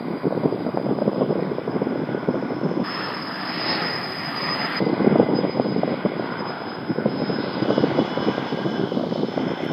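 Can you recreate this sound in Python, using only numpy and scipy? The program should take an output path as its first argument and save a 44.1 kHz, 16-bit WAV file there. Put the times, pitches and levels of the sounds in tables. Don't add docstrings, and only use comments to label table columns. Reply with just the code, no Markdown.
import sys
import numpy as np
from scipy import signal
from scipy.fft import irfft, next_fast_len
from scipy.io import wavfile
from scipy.ndimage import uniform_filter1d

SR = 44100
rng = np.random.default_rng(int(sys.argv[2]) if len(sys.argv) > 2 else 0)


def unload_audio(sound):
    columns = np.transpose(np.atleast_2d(sound))
    steps = np.round(np.clip(columns, -1, 1) * 32767)
    wavfile.write(sys.argv[1], SR, steps.astype(np.int16))


N = 428652
T = np.arange(N) / SR
FFT_SIZE = next_fast_len(N)
HZ = np.maximum(np.fft.rfftfreq(FFT_SIZE, 1 / SR), 1)


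def undb(db):
    return np.exp(np.asarray(db) * np.log(10) / 20)


def bell(t_s, width_ms):
    return np.exp(-.5 * (t_s / width_ms * 2355) ** 2)


def curves(table):
    time_s, *columns = np.transpose(table)
    return [np.interp(T, time_s, column) for column in columns]


def colour(points):
    hz, db = np.transpose(points)
    return undb(np.interp(np.log(HZ), np.log(hz), db, left=-120, right=-120))


def noise(gain, ref=1):
    re, im = rng.standard_normal((2, len(HZ)))
    spectrum = (re + 1j * im) * gain * np.sqrt(FFT_SIZE / 2)
    return irfft(spectrum, FFT_SIZE)[..., :N] / np.sqrt(np.mean(ref ** 2))


def walk(rate_hz):
    hold = int(SR / rate_hz)
    steps = np.repeat(rng.standard_normal(N // hold + 1), hold)
    return 1.79 * uniform_filter1d(uniform_filter1d(steps, hold), hold)[:N]


def scatter(smear_hz):
    place = np.cumsum(smear_hz) / SR * 16
    steps = np.arange(int(place[-1]) + 2)
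    slow = rng.standard_normal((2, len(steps)))
    for _ in range(4):
        slow = uniform_filter1d(slow, size=12)
    fading = np.interp(place, steps, slow[0] + 1j * slow[1])
    return fading / np.sqrt(np.mean(np.abs(fading) ** 2))


# (frequency [Hz], relative density [dB])
HISS_SPECTRUM = [(6500, -17), (8500, 0), (12000, -1.5), (14500, 0.5), (15300, -4)]

def hiss(sheltered):
    gain = colour(HISS_SPECTRUM)
    flare_db = 13 * bell(T - 9.65, width_ms=25)
    return noise(gain, gain) * undb(-73.5 + 11.5 * sheltered + flare_db + .89 * walk(1.1))


# (pitch ratio, level [dB], width ratio)
EDDY_PARTS = [(0.501, -8, 1.3), (.8, -1, 0.52), (1.25, 0.5, 0.68), (2.101, -9, 0.26)]
SNAP_MS = 6

def add_eddy(out, time_s, peak_db, hz, width_ms, draws):
    ratio, part_db, width_ratio = np.transpose(EDDY_PARTS)[:, :, None]
    sigma_s = width_ms / 2355
    reach = int(6 * sigma_s * SR)
    k = np.arange(-reach, reach)
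    delay_s = .5 * sigma_s * (draws[:4, None] - .5)
    phase_cycles = min(width_ms / SNAP_MS, 1) ** 2 * (draws[4:, None] - .5)
    envelope = bell(k / SR - delay_s, width_ms * width_ratio)
    swings = np.cos(2 * np.pi * (hz * ratio * k / SR + phase_cycles)) * envelope
    swings -= envelope * swings.sum(1, keepdims=True) / envelope.sum(1, keepdims=True)
    pulse = (undb(part_db) * swings).sum(0)
    out[np.clip(int(time_s * SR) + k, 0, N - 1)] += undb(peak_db) * pulse / np.abs(pulse).max()


# (frequency [Hz], relative density [dB])
RUMBLE_SPECTRUM = [(15, -32.5), (45, -2.5), (75, -27), (130, -2.5), (250, 3), (450, -7.5), (700, -13),
                   (1100, -20), (2000, -46.5)]
# (time [s], gain [dB])
WIND_GAIN = [(0.0, -27), (0.4, -26.5), (0.7, -25), (1.15, -23), (1.6, -25), (2.1, -25), (2.83, -25.5),
             (4.8, -26.5), (5.15, -21.5), (5.45, -22.5), (5.9, -24), (6.25, -28.5), (6.6, -33), (7.2, -26),
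             (7.9, -24.5), (8.45, -31), (8.8, -25.5), (9.72, -24)]
# (time [s], peak [dB], width [ms])
THUMPS = [(0.255, -10, 9.2), (0.274, -13.5, 9.7), (0.326, -13, 5.1), (0.378, -12.5, 10.3),
          (0.436, -10.5, 5.5), (0.46, -7.5, 10.8), (0.545, -15.5, 10.5), (0.609, -16.5, 14),
          (0.667, -12.5, 4.3), (0.745, -15, 13.5), (0.774, -4.5, 2.4), (0.866, -13.5, 4.1),
          (0.889, -13.5, 6), (0.912, -8, 8.1), (0.988, -9.5, 3.3), (1.022, -13.5, 6.6), (1.058, -17, 6.5),
          (1.08, -6.5, 5.7), (1.182, -14.5, 7.3), (1.211, -10.5, 4.2), (1.219, -5.5, 5.5), (1.294, -14, 12),
          (1.308, -10, 16.4), (1.357, -11.5, 5.8), (1.394, -13.5, 4.9), (1.426, -10, 9.7),
          (1.518, -15.5, 11), (1.585, -13.5, 6.0), (1.763, -12.5, 10.5), (1.821, -6.5, 8.9),
          (1.871, -12.5, 6.5), (1.959, -13, 7.1), (2.02, -16, 14), (2.179, -17.5, 6.5), (2.289, -7, 6.7),
          (2.356, -14.5, 6.1), (2.523, -15, 10), (2.635, -13, 8.2), (2.655, -11, 7.2), (2.801, -12, 8.3),
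          (4.807, -13, 7.8), (4.824, -10, 10), (4.869, -9, 10.7), (4.899, -12.5, 9.9), (4.933, -9.5, 16),
          (5.006, -10, 9.1), (5.046, -11, 9.1), (5.073, -7.5, 11), (5.128, -9.5, 11), (5.159, -3.5, 5.2),
          (5.2, -2.5, 7.8), (5.23, -7.5, 5.4), (5.29, -11, 7.8), (5.337, -9, 11), (5.389, -9, 7.9),
          (5.451, -8.5, 5.5), (5.574, -13, 3.7), (5.599, -1.5, 3.4), (5.66, -13.5, 6.6), (5.763, -9, 9.1),
          (5.835, -6, 4.4), (5.878, -10.5, 5.9), (5.92, -13.5, 3.5), (5.942, -11.5, 5), (6.052, -8.5, 5.1),
          (6.062, -11, 6.6), (6.198, -11.5, 5.4), (6.906, -11.5, 26), (6.986, -9, 7), (7.06, -7.5, 7.4),
          (7.221, -13.5, 5.2), (7.299, -12.5, 7.6), (7.4, -18, 18), (7.626, -10.5, 16), (7.683, -12, 6.7),
          (7.707, -3.5, 5), (7.781, -4.5, 4.8), (7.832, -11, 4.3), (7.841, -7.5, 8), (7.992, -3, 4.9),
          (8.022, -15, 13.5), (8.177, -11, 9.1), (8.227, -16.5, 10), (8.272, -10.5, 15), (8.286, -8.5, 7.3),
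          (8.3, -14, 5.2), (8.381, -8, 3.5), (8.528, -13, 12), (8.574, -17, 7.4), (8.663, -8.5, 24),
          (8.799, -11, 13.6), (8.838, -10.5, 11.5), (8.921, -12, 6.7), (8.973, -11.5, 5.2), (9.038, -13, 5),
          (9.069, -18, 8), (9.16, -14, 5.5), (9.234, -11, 10), (9.379, -8.5, 4.8), (9.468, -15, 14),
          (9.517, -14.5, 8.2)]

def wind():
    gain = colour(RUMBLE_SPECTRUM)
    flurry_db = .79 * np.tanh(walk(22))
    rumble = noise(gain, gain) * undb(5.7 * np.tanh(walk(45)) + flurry_db - 5.5)
    patter, thumps, wake_envelope = np.zeros((3, N))
    for k, u in enumerate(rng.random((550, 12))):
        add_eddy(patter, time_s=(k + 3 * u[0]) / 552 * N / SR, peak_db=4 + 8 * u[1] ** 2,
                 hz=230 * 2 ** (1.08 * u[2]), width_ms=3 + 6 * u[3] ** 2, draws=u[4:])
    for (time_s, peak_db, width_ms), u in zip(THUMPS, rng.random((len(THUMPS), 9))):
        hz = 860 / width_ms ** .399 * 2 ** (.38 * (u[8] - .5))
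        add_eddy(thumps, time_s, peak_db, hz, width_ms, u[:8])
        wake_gain = undb(peak_db - 16) * min(width_ms / SNAP_MS, 1) ** 2
        wake_envelope += wake_gain * bell(T - time_s - .0076, width_ms=26.6)
    wakes = wake_envelope * noise(gain, gain) * undb(4.6 * np.tanh(walk(90)))
    return (rumble + patter * undb(flurry_db)) * undb(curves(WIND_GAIN)[0]) + thumps + wakes


# (start [s], end [s], frequency [Hz], level [dB])
GEAR_TONES = [(1.694, 2.8, 1455, -49), (4.292, 5.447, 2042, -45.5), (5.84, 6.75, 1448, -44),
              (7.35, 8.005, 1483, -45.5), (8.054, 8.95, 1594, -44)]

def gearbox():
    out = np.zeros(N)
    fading = .3 + .95 * scatter(smear_hz=np.full(N, 70.))
    for start_s, end_s, hz, db in GEAR_TONES:
        a, b = int(start_s * SR), min(int(end_s * SR), N)
        tone = np.real(fading[a:b] * np.exp(2j * np.pi * hz * T[a:b]))
        out[a:b] += np.sqrt(2) * undb(db) * signal.windows.tukey(b - a, .5) * tone
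    return out


ROAR_TOP_HZ = 5210

def top_treble(level_db):
    gain = colour([(ROAR_TOP_HZ, 0), (6200, -8), (7800, -22)])
    return noise(gain, gain) * undb(level_db + 2 * np.tanh(walk(17)))


# (time [s], blade rate [Hz])
TAIL_ROTOR_RATE = [(4.8, 62.8), (5.9, 60.6)]

def tail_rotor(chop):
    phase = 2 * np.pi * np.cumsum(curves(TAIL_ROTOR_RATE)[0]) / SR
    puffs = 1.74 * np.exp(-3 * (1 - np.cos(phase))) * undb(3.2 * np.tanh(walk(40)))
    return phase, 1 + chop * (puffs - .7)


# (frequency [Hz], relative density [dB])
OPEN_SPECTRUM = [(20, -19), (150, -6), (500, -6.5), (1000, -3), (1300, -10), (1480, -4.5), (1800, -16.5),
                 (2030, -10.5), (2750, -21), (3000, -17.5), (3400, -17), (3800, -20), (4700, -24),
                 (5600, -20.5)]
SHELTERED_SPECTRUM = [(20, -20), (150, 4), (280, 2.5), (420, -0.5), (800, -2), (1250, 1), (1500, -3.5),
                      (1900, -1), (2300, -8.5), (2700, -11), (3400, -13.5), (3700, -16), (4500, -10.5),
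                      (5600, -21)]
# (time [s], gain [dB], upper-band boost [dB])
ROAR_GAIN = [(0.0, -42, -5.5), (1.3, -43.5, -3), (2.3, -39, -9), (2.8, -42, -6), (3.0, -38.5, -3.5),
             (3.35, -41.5, -6.5), (3.75, -36.5, 4.5), (4.05, -41, -4), (4.35, -39, -4), (4.6, -38, 0),
             (4.8, -39, 0.5), (5.1, -35, -8), (5.66, -41.5, 0.5), (6.4, -34.5, -7.5), (6.9, -41, -3.5),
             (7.65, -35, 0), (8.4, -35.5, -1.5), (9.0, -41.5, 2.5), (9.72, -38, -2)]

def jet_roar(chop, sheltered, upper_hz=2500):
    roar_db, upper_db = curves(ROAR_GAIN)
    upper_db -= 1.5 * sheltered
    roar_lowpass = 1 / np.sqrt(1 + (HZ / ROAR_TOP_HZ) ** 240)
    ports = np.array([colour(OPEN_SPECTRUM), colour(SHELTERED_SPECTRUM)]) * roar_lowpass
    mids = ports * (HZ > 1000) * (HZ < 2500)
    ports /= np.sqrt(np.mean(mids ** 2, axis=1, keepdims=True))
    blade_phase, blade_gain = tail_rotor(chop)
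    edges_hz = 20 * 2 ** np.r_[0, 3, 4, np.arange(5, 8.6, .5)]
    roar = 0
    for low_hz, high_hz in zip(edges_hz[:-1], edges_hz[1:]):
        opened, covered = noise(ports * (HZ >= low_hz) * (HZ < high_hz))
        band = opened + sheltered * (covered - opened)
        upper_share = np.clip(.5 + np.log2(low_hz / upper_hz), 0, 1)
        swell = undb(.8 * walk(3) + 1.1 * walk(15) + upper_share * upper_db)
        roar += band * swell * (blade_gain if 300 < low_hz < 2400 else 1)
    drone = sum(undb(3 * walk(5)) * np.cos(k * blade_phase + k * k) for k in range(3, 7))
    return (roar + undb(-15.5) * drone) * undb(roar_db + 8 * sheltered)


def intake_ring(stages_db):
    gain = colour([(2850, -10), (3150, 1.5), (3600, -8.5)])
    return noise(gain, gain) * undb(-57.5 + stages_db + 2 * walk(8))


# (time [s], level [dB], width [ms])
FOCUS_SURGES = [
    [(3.52, -47.5, 78), (3.72, -40.5, 75), (3.86, -46, 33), (4.5, -45, 83), (4.63, -51, 80),
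     (4.79, -46.5, 50), (5.38, -34, 46), (5.53, -38, 64), (5.69, -42.5, 74), (6.4, -41.5, 36),
     (6.5, -40.5, 48), (6.72, -47, 120), (6.93, -46, 110), (7.14, -48.5, 140), (7.32, -43, 200),
     (7.53, -55, 120), (7.81, -46, 83), (8.1, -56, 120), (8.28, -49.5, 130), (8.47, -53, 90),
     (8.72, -55, 220)],
    [(3.63, -61, 61), (4.86, -44.5, 69), (4.97, -49, 60), (7.6, -49, 70), (7.96, -52, 86)],
]

def air_focus(engine, smear_hz):
    envelope = sum(undb(db) * bell(T - time_s, ms) for time_s, db, ms in FOCUS_SURGES[engine])
    roughness = np.minimum(smear_hz / 70, 1)
    flutter_db = 3.5 * roughness * walk(60)
    waver_rad = .9 * roughness * walk(50)
    return envelope * undb(flutter_db) * np.exp(1j * waver_rad)


# (time [s], engine one [Hz], engine two [Hz])
BLADE_TONES = [(0.0, 4830, 4770), (1.22, 5030, 4965), (1.82, 5144, 5001), (2.43, 5188, 5003),
               (3.04, 5168, 4999), (3.65, 5118, 4971), (4.25, 5039, 4926), (4.86, 4997, 4890),
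               (5.47, 4998, 4890), (6.68, 5054, 4923), (7.29, 5089, 4949), (7.9, 5101, 4981),
               (8.51, 5133, 5032), (9.72, 5295, 5199)]
# (time [s], engine one [dB], engine two [dB])
WHINE_LEVELS = [(0.0, -55, -64), (.5, -58.5, -57), (1.2, -56, -58.5), (1.6, -61, -57.5), (2.1, -66, -56.5),
                (2.9, -52, -58), (3.4, -61.5, -56), (3.75, -50, -51), (4.05, -54.5, -58.5), (4.4, -54, -53),
                (4.7, -60, -62), (4.85, -49, -52), (5.2, -54.5, -54.5), (5.7, -50, -59), (6.15, -51.5, -56),
                (6.6, -50.5, -60), (7.04, -56.5, -58), (7.3, -48, -54), (7.6, -55, -48), (8.0, -55.5, -58),
                (8.5, -54, -56), (9.0, -63.5, -55), (9.72, -55, -52.5)]
# (time [s], engine one [Hz], engine two [Hz])
TONE_SMEAR = [(0, 120, 130), (4.3, 100, 120), (5.3, 60, 95), (6.8, 45, 80), (7.4, 26, 70), (9.72, 55, 80)]
# (ratio to first stage, engine one [dB], engine two [dB])
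LATER_STAGES = [(2 / 3, -58, -65), (7 / 12, -57, -61)]

def compressor_whine(stages_db, sheltered):
    out = 0
    engines = zip(curves(BLADE_TONES), curves(WHINE_LEVELS), curves(TONE_SMEAR))
    for engine, (hz, db, smear_hz) in enumerate(engines):
        phase = 2 * np.pi * np.cumsum(hz) / SR
        direct_share = np.clip(15 / smear_hz, 0, .9)
        fading = np.sqrt(direct_share) + np.sqrt(1 - direct_share) * scatter(smear_hz)
        rays = air_focus(engine, smear_hz) + undb(db + 2 * np.tanh(walk(20))) * fading
        out += np.sqrt(2) * undb(16 * sheltered) * np.real(rays * np.exp(1j * phase))
        ragged = fading + .5 * scatter(2 * smear_hz)
        envelope = (.4 + np.sqrt(2) * np.abs(ragged)) / 1.4
        for ratio, *base_db in LATER_STAGES:
            tone = np.cos(ratio * phase + np.angle(ragged))
            out += undb(base_db[engine] + stages_db) * envelope * tone
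    return out


# (time [s], later-stage gain [dB], top treble [dB], tail rotor chop [0-1])
TIMBRE = [(0, -20.5, -87.5, 0.12), (2.8, -18.5, -68, 0.16), (4.8, -5, -104.5, 0.1), (5.9, -2.5, -96, 0.1),
          (6.5, -9, -90, 0.45), (7.3, -11, -91, 0.16), (7.7, 8.5, -60, 0.2), (8.6, 8.5, -61, 0),
          (9.1, 3, -62.5, 0.57), (9.72, 4.5, -62, 0.14)]
SHELTER_START_S, SHELTER_END_S = 2.838, 4.797

def scene():
    stages_db, treble_db, chop = curves(TIMBRE)
    sheltered = 1. * (T > SHELTER_START_S) * (T < SHELTER_END_S)
    sheltered = uniform_filter1d(uniform_filter1d(sheltered, size=400), size=400)
    floor = hiss(sheltered)
    helicopter = jet_roar(chop, sheltered) + compressor_whine(stages_db, sheltered)
    helicopter += intake_ring(stages_db) + gearbox() + top_treble(treble_db)
    return (floor + (1 - sheltered) * wind() + helicopter)[None]


def record(dry, bass_hz=110, top_hz=15330, ceiling=1.8):
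    highpass = signal.butter(3, bass_hz, "high", fs=SR, output="sos")
    lowpass = signal.ellip(10, .2, 80, top_hz, fs=SR, output="sos")
    thinned = signal.sosfilt(highpass, dry) + undb(-27.5) * dry
    return signal.sosfilt(lowpass, ceiling * np.tanh(thinned / ceiling))


dry = scene()
out = record(dry)
unload_audio(out)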